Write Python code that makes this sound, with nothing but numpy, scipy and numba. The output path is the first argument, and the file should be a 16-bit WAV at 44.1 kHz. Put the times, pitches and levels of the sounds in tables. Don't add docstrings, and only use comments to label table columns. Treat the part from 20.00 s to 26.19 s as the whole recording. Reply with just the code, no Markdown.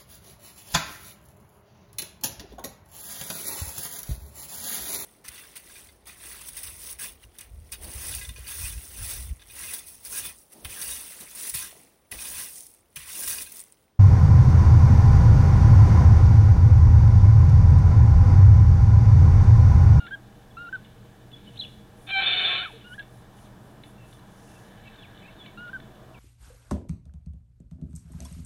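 import sys
import numpy as np
from scipy import signal
from scipy.fft import rfft, irfft
from scipy.io import wavfile
from scipy.ndimage import uniform_filter1d
from numba import njit

SR = 44100
rng = np.random.default_rng(int(sys.argv[2]) if len(sys.argv) > 2 else 0)


def undo_db(level):
    steps = np.asarray(level, float) / 20
    return 10 ** steps


def dump(signal):
    limited = np.clip(np.atleast_2d(signal).T, -1, 1)
    pcm = np.round(limited * 32767).astype(np.int16)
    wavfile.write(sys.argv[1], SR, pcm)


N = 272979

# [t/s, f/Hz, first partial level/dB, third partial level/dB]
LOCKED_VOICE = [(2.08, 728, -60, -81), (2.09, 767.1, -47.5, -45), (2.132, 790.0, -50, -26),
                (2.164, 785, -30, -25.5), (2.198, 778.3, -30, -22), (2.23, 774, -35.5, -26)]
# [multiple of f, level under the third/dB, share that follows the first]
OTHER_PARTIALS = [(2, -3.5, 0.3), (4, -5, 0.063), (5, -8, 0.27)]
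# [t/s, half length/s, level/dB]
RELAPSES = [(2.223, 0.0045, 0), (2.238, 0.0069, -3.5), (2.264, 0.0057, -15), (2.304, 0.0028, -6.5)]


def locked_voice():
    out = np.zeros(N)
    last_s, *last_row = LOCKED_VOICE[-1]
    i, (hz, first_db, third_db) = curve(LOCKED_VOICE + [(2.32, *last_row)])
    t = i / SR
    gate = np.clip((last_s - t) / 0.036, 0, 1)
    for s, half, db in RELAPSES:
        gate = gate + undo_db(db) * np.exp(-((t - s) / half) ** 2)
    phase = 2 * np.pi * np.cumsum(hz * (1 + 0.0073 * walk(150, len(i)))) / SR
    stack = undo_db(first_db) * np.sin(phase) + undo_db(third_db) * np.sin(3 * phase)
    for k, db, share in OTHER_PARTIALS:
        partial_db = third_db + db + share * (first_db - third_db)
        stack += undo_db(partial_db) * np.sin(round(k) * phase + k ** 2)
    out[i] = np.sqrt(2) * gate * stack
    return out


# [t/s, level/dB, beak opening as treble level/dB, whine against the level/dB]
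HARSH_VOICE = [(2.066, -44.5, -9, -15), (2.11, -33, 4.5, -8), (2.125, -47.5, -8.5, -6),
               (2.215, -24.5, -5.5, -10.5), (2.27, -25, 1, -3), (2.45, -24, -2, -4),
               (2.58, -27.5, 2.5, -11), (2.65, -34, -2.5, -16), (2.7, -48.5, -6.5, -28)]
# [f/Hz, width/Hz, level/dB]
THROAT = [(420, 250, -26), (748, 61, -15.5), (1091, 17, -12.5), (1337, 33, -12.5), (1604, 55, -11.5),
          (1806, 70, -12.5), (2342, 42, -5), (2580, 35, -4), (3030, 140, -15), (3569, 48, 0),
          (4000, 42, -14)]
# [f/Hz, level per Hz/dB]
HARSH_BED = [(88, -63.5), (150, -18), (659, -19.5), (738, -7), (941, -20.5), (1570, -36.5), (1940, -16.5),
             (2340, -7.5), (2730, -10), (3530, -4), (4500, -34.5), (5850, -62), (9900, -120)]


def harsh_voice():
    out = np.zeros(N)
    i, (db, open_db, whine_db) = curve(HARSH_VOICE)
    db = db - 12 * np.exp(-(i - i[0]) / (.003 * SR))
    whine_hz = 3598 - 79.7 / 2 * (1 + np.tanh((i / SR - 2.49) / 0.038))
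    chance = rng.standard_normal((len(i) // 20, 2)).T
    spread = .1 * undo_db(6 * walk(SR / 12, len(chance[0])))
    at = np.cumsum(SR / 745 * np.exp(chance[0] * spread))
    size = undo_db(2.4 * chance[1] + 1.7 * (-1) ** np.arange(len(at)))
    inside = at < len(i)
    slaps = np.bincount(at[inside].astype(int), size[inside], len(i))
    breath = .5 * rng.standard_normal(len(i))
    drive = (level(slaps - slaps.mean(), 0) + breath) * undo_db(0.66 * walk(120, len(i)))
    voice = level(modes(drive, THROAT), 0) + level(colour(drive, HARSH_BED), -6.5)
    treble = svf(voice, 3500., 1500.)
    opened = level(voice + (undo_db(open_db) - 1) * treble, 0)
    out[i] = undo_db(db) * opened + whine(whine_hz, db + whine_db)
    return out


def whine(hz, db, throb_hz=155, depth=0.6):
    size = len(hz)
    throb = 2 * np.pi * np.cumsum(throb_hz * (1 + .12 * walk(40, size))) / SR
    phase = 2 * np.pi * np.cumsum(hz * (1 + .006 * walk(200, size))) / SR
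    lower = depth * undo_db(3.6 * walk(50, size)) * np.sin(phase - throb)
    upper = 0.26 * np.sin(phase + throb)
    return np.sqrt(2) * undo_db(db + 3.2 * walk(70, size)) * (np.sin(phase) + lower + upper)


def screech():
    return locked_voice() + harsh_voice()


def whistle(long, short):
    s, length, hz, db, falter_db = long
    keen = int(short[4] > 0)
    scoop_hz, scoop_s, attack_s, attack_db = 86, 0.0288, 0.0078, -3
    sag_hz = (45.5, 63.7)[keen]
    flick_hz, flick_s, flick_db = (125, 312)[keen], (.018, .027)[keen], (-17, -12)[keen]
    falter_hz = 4 * falter_db
    end = s + length
    rows = [(s, hz - scoop_hz, db - falter_db + attack_db),
            (s + attack_s, hz - 0.76 * scoop_hz, db - 0.83 * falter_db),
            (s + scoop_s, hz - 0.17 * scoop_hz, db - 0.32 * falter_db),
            (s + 0.51 * length, hz - falter_hz, db - falter_db),
            (s + .8 * length, hz - .4 * sag_hz, db - 0.16 * falter_db),
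            (end, hz - sag_hz + 1.3 * falter_hz, db),
            (end + flick_s / 2, hz + 0.74 * flick_hz, db - .3 * abs(falter_db)),
            (end + flick_s, hz + flick_hz, db + flick_db)]
    long_rows = []
    for at, f, row_db in rows:
        second_db = row_db + (-16, -12)[keen] - 2 * ((at - s) / length - .5)
        second_db += .6 * falter_db if at <= end else -3
        long_rows.append((at, f, row_db, second_db))

    s, length, hz, db, bend_hz = short
    start_db = db - (0, 5)[keen]
    end = s + length
    rows = [(s, hz, start_db + attack_db),
            (s + attack_s / 2, hz, start_db),
            (s + 0.56 * length, hz + (.5 + keen / 2) * bend_hz, db),
            (end, hz + bend_hz, db),
            (end + .015, hz + bend_hz - 170, db - 25)]
    short_rows = [(*row, row[2] + (-32, -19)[keen]) for row in rows]
    return song(long_rows, flutter_db=.8, broken_db=4) + song(short_rows, flutter_db=.4, broken_db=5)


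# [t/s, length/s, f/Hz, level/dB, falter midway/dB]
LONG_NOTES = [(-.06, 0.13, 1430, -43.5, 0), (0.568, .116, 1417, -40.5, -2), (2.842, 0.093, 1485, -43, 13),
              (5.573, .118, 1448, -41.5, 1)]
# [t/s, length/s, f/Hz, level/dB, bend/Hz]
SHORT_NOTES = [
    (0.108, 0.041, 1531, -32.5, 91),
    (.726, 0.032, 1545, -30, -40),
    (2.979, 0.028, 1622, -35.5, 35),
    (5.73, 0.035, 1578, -34, -50),
]
# [t/s, f/Hz, level/dB]
GLIDE = [(2.583, 1310, -39), (2.622, 1428, -37), (2.643, 1700, -38), (2.661, 1340, -35.5),
         (2.684, 1150, -56), (2.712, 770, -49), (2.724, 560, -68), (2.736, 455, -47), (2.775, 467, -52)]


def near_birds():
    whistles = sum(map(whistle, LONG_NOTES, SHORT_NOTES))
    return tail(whistles + song(GLIDE, flutter_db=1.0, wobble=0.0074), .3, -30)


# [t/s, held/s, f/Hz, level/dB, drops to f/Hz]
SHARP_NOTES = [
    (1.59, 0.016, 4082, -32.5, 2650),
    (1.617, 0.013, 3400, -35, 3080),
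    (1.636, .01, 3000, -38, 2360),
]


def sharp():
    out = song([(1.563, 2107, -64), (1.563 + .018, 4300, -34)], flutter_db=2.5, wobble=.01)
    step_db = -17
    for s, held, hz, db, to_hz in SHARP_NOTES:
        end, fall_s = s + held, (hz - to_hz) / 95000
        rows = [(s, .97 * hz, db - 0.5),
                (s + 0.57 * held, hz, db),
                (end, hz, db),
                (end + .6 * fall_s, .4 * hz + 0.61 * to_hz, db + .3 * step_db),
                (end + fall_s, to_hz, db + step_db)]
        out += song(rows, flutter_db=2.5, wobble=.01)
    return out


def chirp(s, held_db, tail_db, tail_s):
    lead_hz, held_hz, tail_hz = 3770, 3400, 2280
    lead_s, held_s, fall_s = .05, .022, .022
    lead_db = held_db - 10
    rows = [(s - held_s - lead_s, lead_hz, lead_db),
            (s - 1.86 * held_s, (lead_hz + held_hz) / 2, lead_db),
            (s - held_s, held_hz, held_db),
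            (s, held_hz, held_db),
            (s + .4 * fall_s, 1.2 * tail_hz, tail_db + 1),
            (s + fall_s, 1.04 * tail_hz, tail_db),
            (s + fall_s + tail_s / 3, tail_hz, tail_db),
            (s + fall_s + tail_s, .97 * tail_hz, tail_db - 4)]
    return song(rows, flutter_db=3.5)


def peep(s, db, hz):
    rows = [(s - .006, hz, db - 16), (s + .004, hz, db - 5), (s + .018, .99 * hz, db - 17)]
    return song(rows, wobble=.01)


def faint_note(s, length, hz, db):
    rows = [(s, hz, db), (s + length / 2, hz, db), (s + length, hz, db + 1)]
    return song(rows, flutter_db=3.5, wobble=0.032)


# [drop t/s, held level/dB, tail level/dB, tail/s]
CHIRPS = [
    (5.028, -52.5, -54.5, 0.0084),
    (5.435, -51, -56, .05),
    (6.137, -72, -58.5, 0.066),
]
# [t/s, peak level/dB, f/Hz]
PEEPS = [(0.5077, -54, 3425), (0.847, -49.5, 3000), (1.3319, -36, 3458), (1.3865, -54, 3400),
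         (1.476, -38.5, 3000), (1.7894, -62.5, 3400), (4.8544, -54, 2710), (4.875, -43, 2603),
         (5.2315, -50, 2590), (5.254, -44, 2580), (5.2758, -47.5, 2670)]
# [t/s, length/s, f/Hz, level/dB]
FAINT_NOTES = [(3.979, 0.12, 2700, -67), (4.48, .1, 2700, -68), (4.82, .08, 2260, -64.5),
               (5.222, 0.084, 2280, -61)]


def far_birds():
    far = sharp()
    for play, table in ((chirp, CHIRPS), (faint_note, FAINT_NOTES), (peep, PEEPS)):
        far = far + sum(play(*row) for row in table)
    far = far + 0.4 * np.roll(far, int(.0045 * SR)) + 0.19 * np.roll(far, int(0.029 * SR))
    return tail(far, .5, -14)


# [t/s, peak level/dB, low part level/dB]
TICKS = [(0.0517, -44, -16), (0.0652, -36, 2), (0.7542, -43.5, 2), (0.847, -43, 3), (1.3142, -44, -19),
         (1.5569, -41, -31), (2.9931, -37.5, -13), (3.026, -43.5, -8), (3.3855, -46, -7), (3.5029, -54, -5),
         (3.8357, -36.5, -5), (4.127, -44, -15), (4.1705, -50, -9), (4.1929, -50, -7), (5.1746, -41, -23),
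         (5.4594, -38, -8), (5.678, -45, -1), (5.8002, -40.5, 5), (5.9544, -49, -4)]


def ticks():
    out, t = np.zeros(N + 2000), np.arange(2000) / SR
    for s, db, low_db in TICKS:
        crack = modes(rng.standard_normal(len(t)) * np.exp(-t / 0.0039), SPEAKER)
        crack = colour(crack, [(900, low_db - 23), (1600, low_db), (2700, 0), (4400, 0)])
        start = int(s * SR)
        out[start:start + len(t)] += undo_db(db) * crack / np.abs(crack).max()
    return tail(out[:N], 0.29, -9.5)


# [t/s, half length/s, level/dB]
GUSTS = [(0, 0.16, -61), (.85, 0.35, -67), (1.39, .05, -61), (1.47, 0.033, -58), (1.6, 0.12, -58.5),
         (2.7, 0.16, -53), (5.15, 0.66, -60.5), (6, .4, -69)]


def leaves():
    grains = rng.standard_normal(N) * undo_db(1.5 * walk(60, N))
    return swells(-68, GUSTS) * level(modes(grains, SPEAKER[1:]), 0)


# [t/s, half length/s, level/dB]
PASSES = [
    (2.7, 0.28, -70),
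    (5.05, 0.61, -59.5),
]


def traffic():
    rumble = svf(svf(rng.standard_normal(N), 1684.0, 350.0), 1684.0, 350.0)
    return swells(-67.5, PASSES) * level(rumble, 0)


# [f/Hz, width/Hz, level/dB]
SPEAKER = [(1680, 210, 2.5), (2292, 110, -0.5), (2650, 130, -4.5), (3000, 69, 4), (3466, 266, 2.5),
           (3850, 840, -4)]


def tail(x, t60, db):
    t = np.arange(SR // 2) / SR
    noise = rng.standard_normal(len(t))
    echo = (noise + modes(noise, SPEAKER)) * undo_db(-60 * t / t60) * np.minimum(t / .02, 1)
    return x + signal.fftconvolve(x, echo * undo_db(db) / np.linalg.norm(echo))[:N]


def camera(yard):
    camera_hz = 8000
    leak = [(20, 1.0), (3700, -1.5), (4000, -3), (4300, -10.0),
            (4480, -40), (4560, -82), (20000, -86.5)]
    mirror = 2 * np.cos(2 * np.pi * camera_hz * np.arange(N) / SR)
    rounded = np.tanh(3.51 * yard) / 3.515
    taken = signal.sosfilt(signal.butter(10, 4200, fs=SR, output="sos"), rounded)
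    return colour(taken * (1 + mirror), leak)


# [t/s, half length/s, level/dB, low part level/dB]
STROKES = [(0, .04, -77.5, -6), (.45, .4, -85, 4), (1.64, 0.19, -71, -1.5), (2.034, 0.076, -66, -7),
           (2.15, 0.069, -68, 1), (2.447, 0.16, -66.5, -3.5), (2.704, 0.088, -68, -5), (2.93, .07, -66, -4),
           (3.16, .08, -69.5, -5), (3.414, 0.078, -67, -2.5), (3.68, .08, -71.5, -7),
           (3.888, .05, -66.5, -9), (4.12, 0.077, -66, -4.5), (4.51, 0.21, -66.5, 1)]


def desk():
    resting_db = -91
    fine = rng.standard_normal((2, N)) * undo_db(0.97 * walk(300, N))
    high = level(svf(svf(fine[0], 9900., 4500.), 9900., 4500.), 0)
    low = level(svf(svf(fine[1], 5900., 4000.), 5900., 4000.), 0)
    high_strokes = [(s, half, db) for s, half, db, low_db in STROKES]
    low_strokes = [(s, half, db + low_db) for s, half, db, low_db in STROKES]
    return swells(resting_db, high_strokes) * high + swells(resting_db + 2.5, low_strokes) * low


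# [f/Hz, width/Hz, level/dB]
FAN = [(112.7, 17.6, -57), (208.2, 13, -59.5), (467, 15, -64.5), (621, 15, -68.5), (790, 84, -64)]


def fan():
    hum = np.zeros(N)
    for hz, width, db in FAN:
        band = svf(rng.standard_normal(N), 1. * hz, 1. * width)
        hum += level(band * undo_db(1.4 * walk(3.016, N)), db)
    motor_hz = 122.8 * (1 + 0.0193 * walk(6, N))
    motor = np.sin(2 * np.pi * np.cumsum(motor_hz) / SR) * undo_db(1.6 * walk(4, N))
    return hum + level(motor, -56.5)


# [f/Hz, level per Hz/dB]
ROOM_AIR = [(12, -36.5), (20, -3.5), (85, -7.5), (112, -12.5), (202, -4), (245, -17.5), (282, -8.5),
            (520, -20), (632, -14), (883, -23.5), (960, -18.5), (1420, -24), (1630, -24), (2040, -33),
            (15600, -41.5)]


def room_air():
    air = colour(rng.standard_normal(N), ROOM_AIR)
    t = np.arange(N) / SR
    lull_db = -4.5 * np.exp(-((t - 1.9) / 0.97) ** 2)
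    draught_db = -0.5 + .5 * t + lull_db
    air = air + (undo_db(draught_db) - 1) * svf(air, 770.0, 1100.)
    for hz in 60 * 2. ** np.arange(5):
        air = air + (undo_db(.9 * walk(4, N)) - 1) * svf(air, hz, .7 * hz)
    return level(air, -49.5 - 2.5)


def song(table, flutter_db=5.0, wobble=0.004, broken_db=1):
    out = np.zeros(N)
    i, (hz, db, *second_db) = curve(table)
    phase = 2 * np.pi * np.cumsum(hz * (1 + wobble * walk(150, len(i)))) / SR
    tone = undo_db(db) * np.sin(phase)
    broken = walk(70.7, len(i))
    for d in second_db:
        third = undo_db(-7) * np.sin(3 * phase) * (hz < 1430)
        tone += undo_db(d + broken_db * (broken - broken.mean())) * (np.sin(2 * phase) + third)
    count = np.arange(len(i))
    edge = np.minimum(np.minimum(count, count[::-1]) / (.002 * SR), 1)
    flutter = walk(91, len(i))
    out[i] = np.sqrt(2) * tone * edge * undo_db(flutter_db * (flutter - flutter.mean()))
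    return out


def swells(rest_db, table):
    t = np.arange(N) / SR
    power = undo_db(rest_db) ** 2
    for s, half, db in table:
        power = power + (undo_db(db) * np.exp(-((t - s) / half) ** 2)) ** 2
    return np.sqrt(power)


def level(x, db):
    return x * undo_db(db) / np.sqrt(np.mean(x ** 2))


def curve(table):
    s, *columns = np.transpose(table)
    i = np.arange(max(int(s[0] * SR), 0), min(int(s[-1] * SR), N))
    return i, [np.interp(i / SR, s, c) for c in columns]


@njit
def svf(x, hz, width):
    y, b, l = np.empty(len(x)), 0., 0.
    g, k = np.tan(np.pi * hz / SR), width / hz
    for i in range(len(x)):
        v = (b + g * (x[i] - l)) / (1 + g * (g + k))
        b, l, y[i] = 2 * v - b, l + 2 * g * v, k * v
    return y


def modes(x, table):
    return sum((-1) ** k * undo_db(db) * svf(x, 1. * hz, 1. * width) for k, (hz, width, db) in enumerate(table))


def colour(x, spectrum):
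    hz, db = np.transpose(spectrum)
    f = np.arange(len(x) // 2 + 1) * SR / len(x) + 1
    return irfft(rfft(x) * undo_db(np.interp(np.log(f), np.log(hz), db)), len(x))


def walk(rate, size):
    k = max(int(SR / rate), 1)
    held = np.repeat(rng.standard_normal(size // k + 1), k)
    return 1.35 * uniform_filter1d(uniform_filter1d(held, k), k)[:size]


def scene():
    yard = tail(screech(), 0.53, -18.5) + near_birds() + far_birds() + ticks() + leaves() + traffic()
    return (camera(yard) + desk() + fan() + room_air())[None]


def low_pass(x):
    return signal.sosfilt(signal.butter(12, 15700, fs=SR, output="sos"), x)


def record(dry):
    return low_pass(dry)


dry = scene()
out = record(dry)
dump(out)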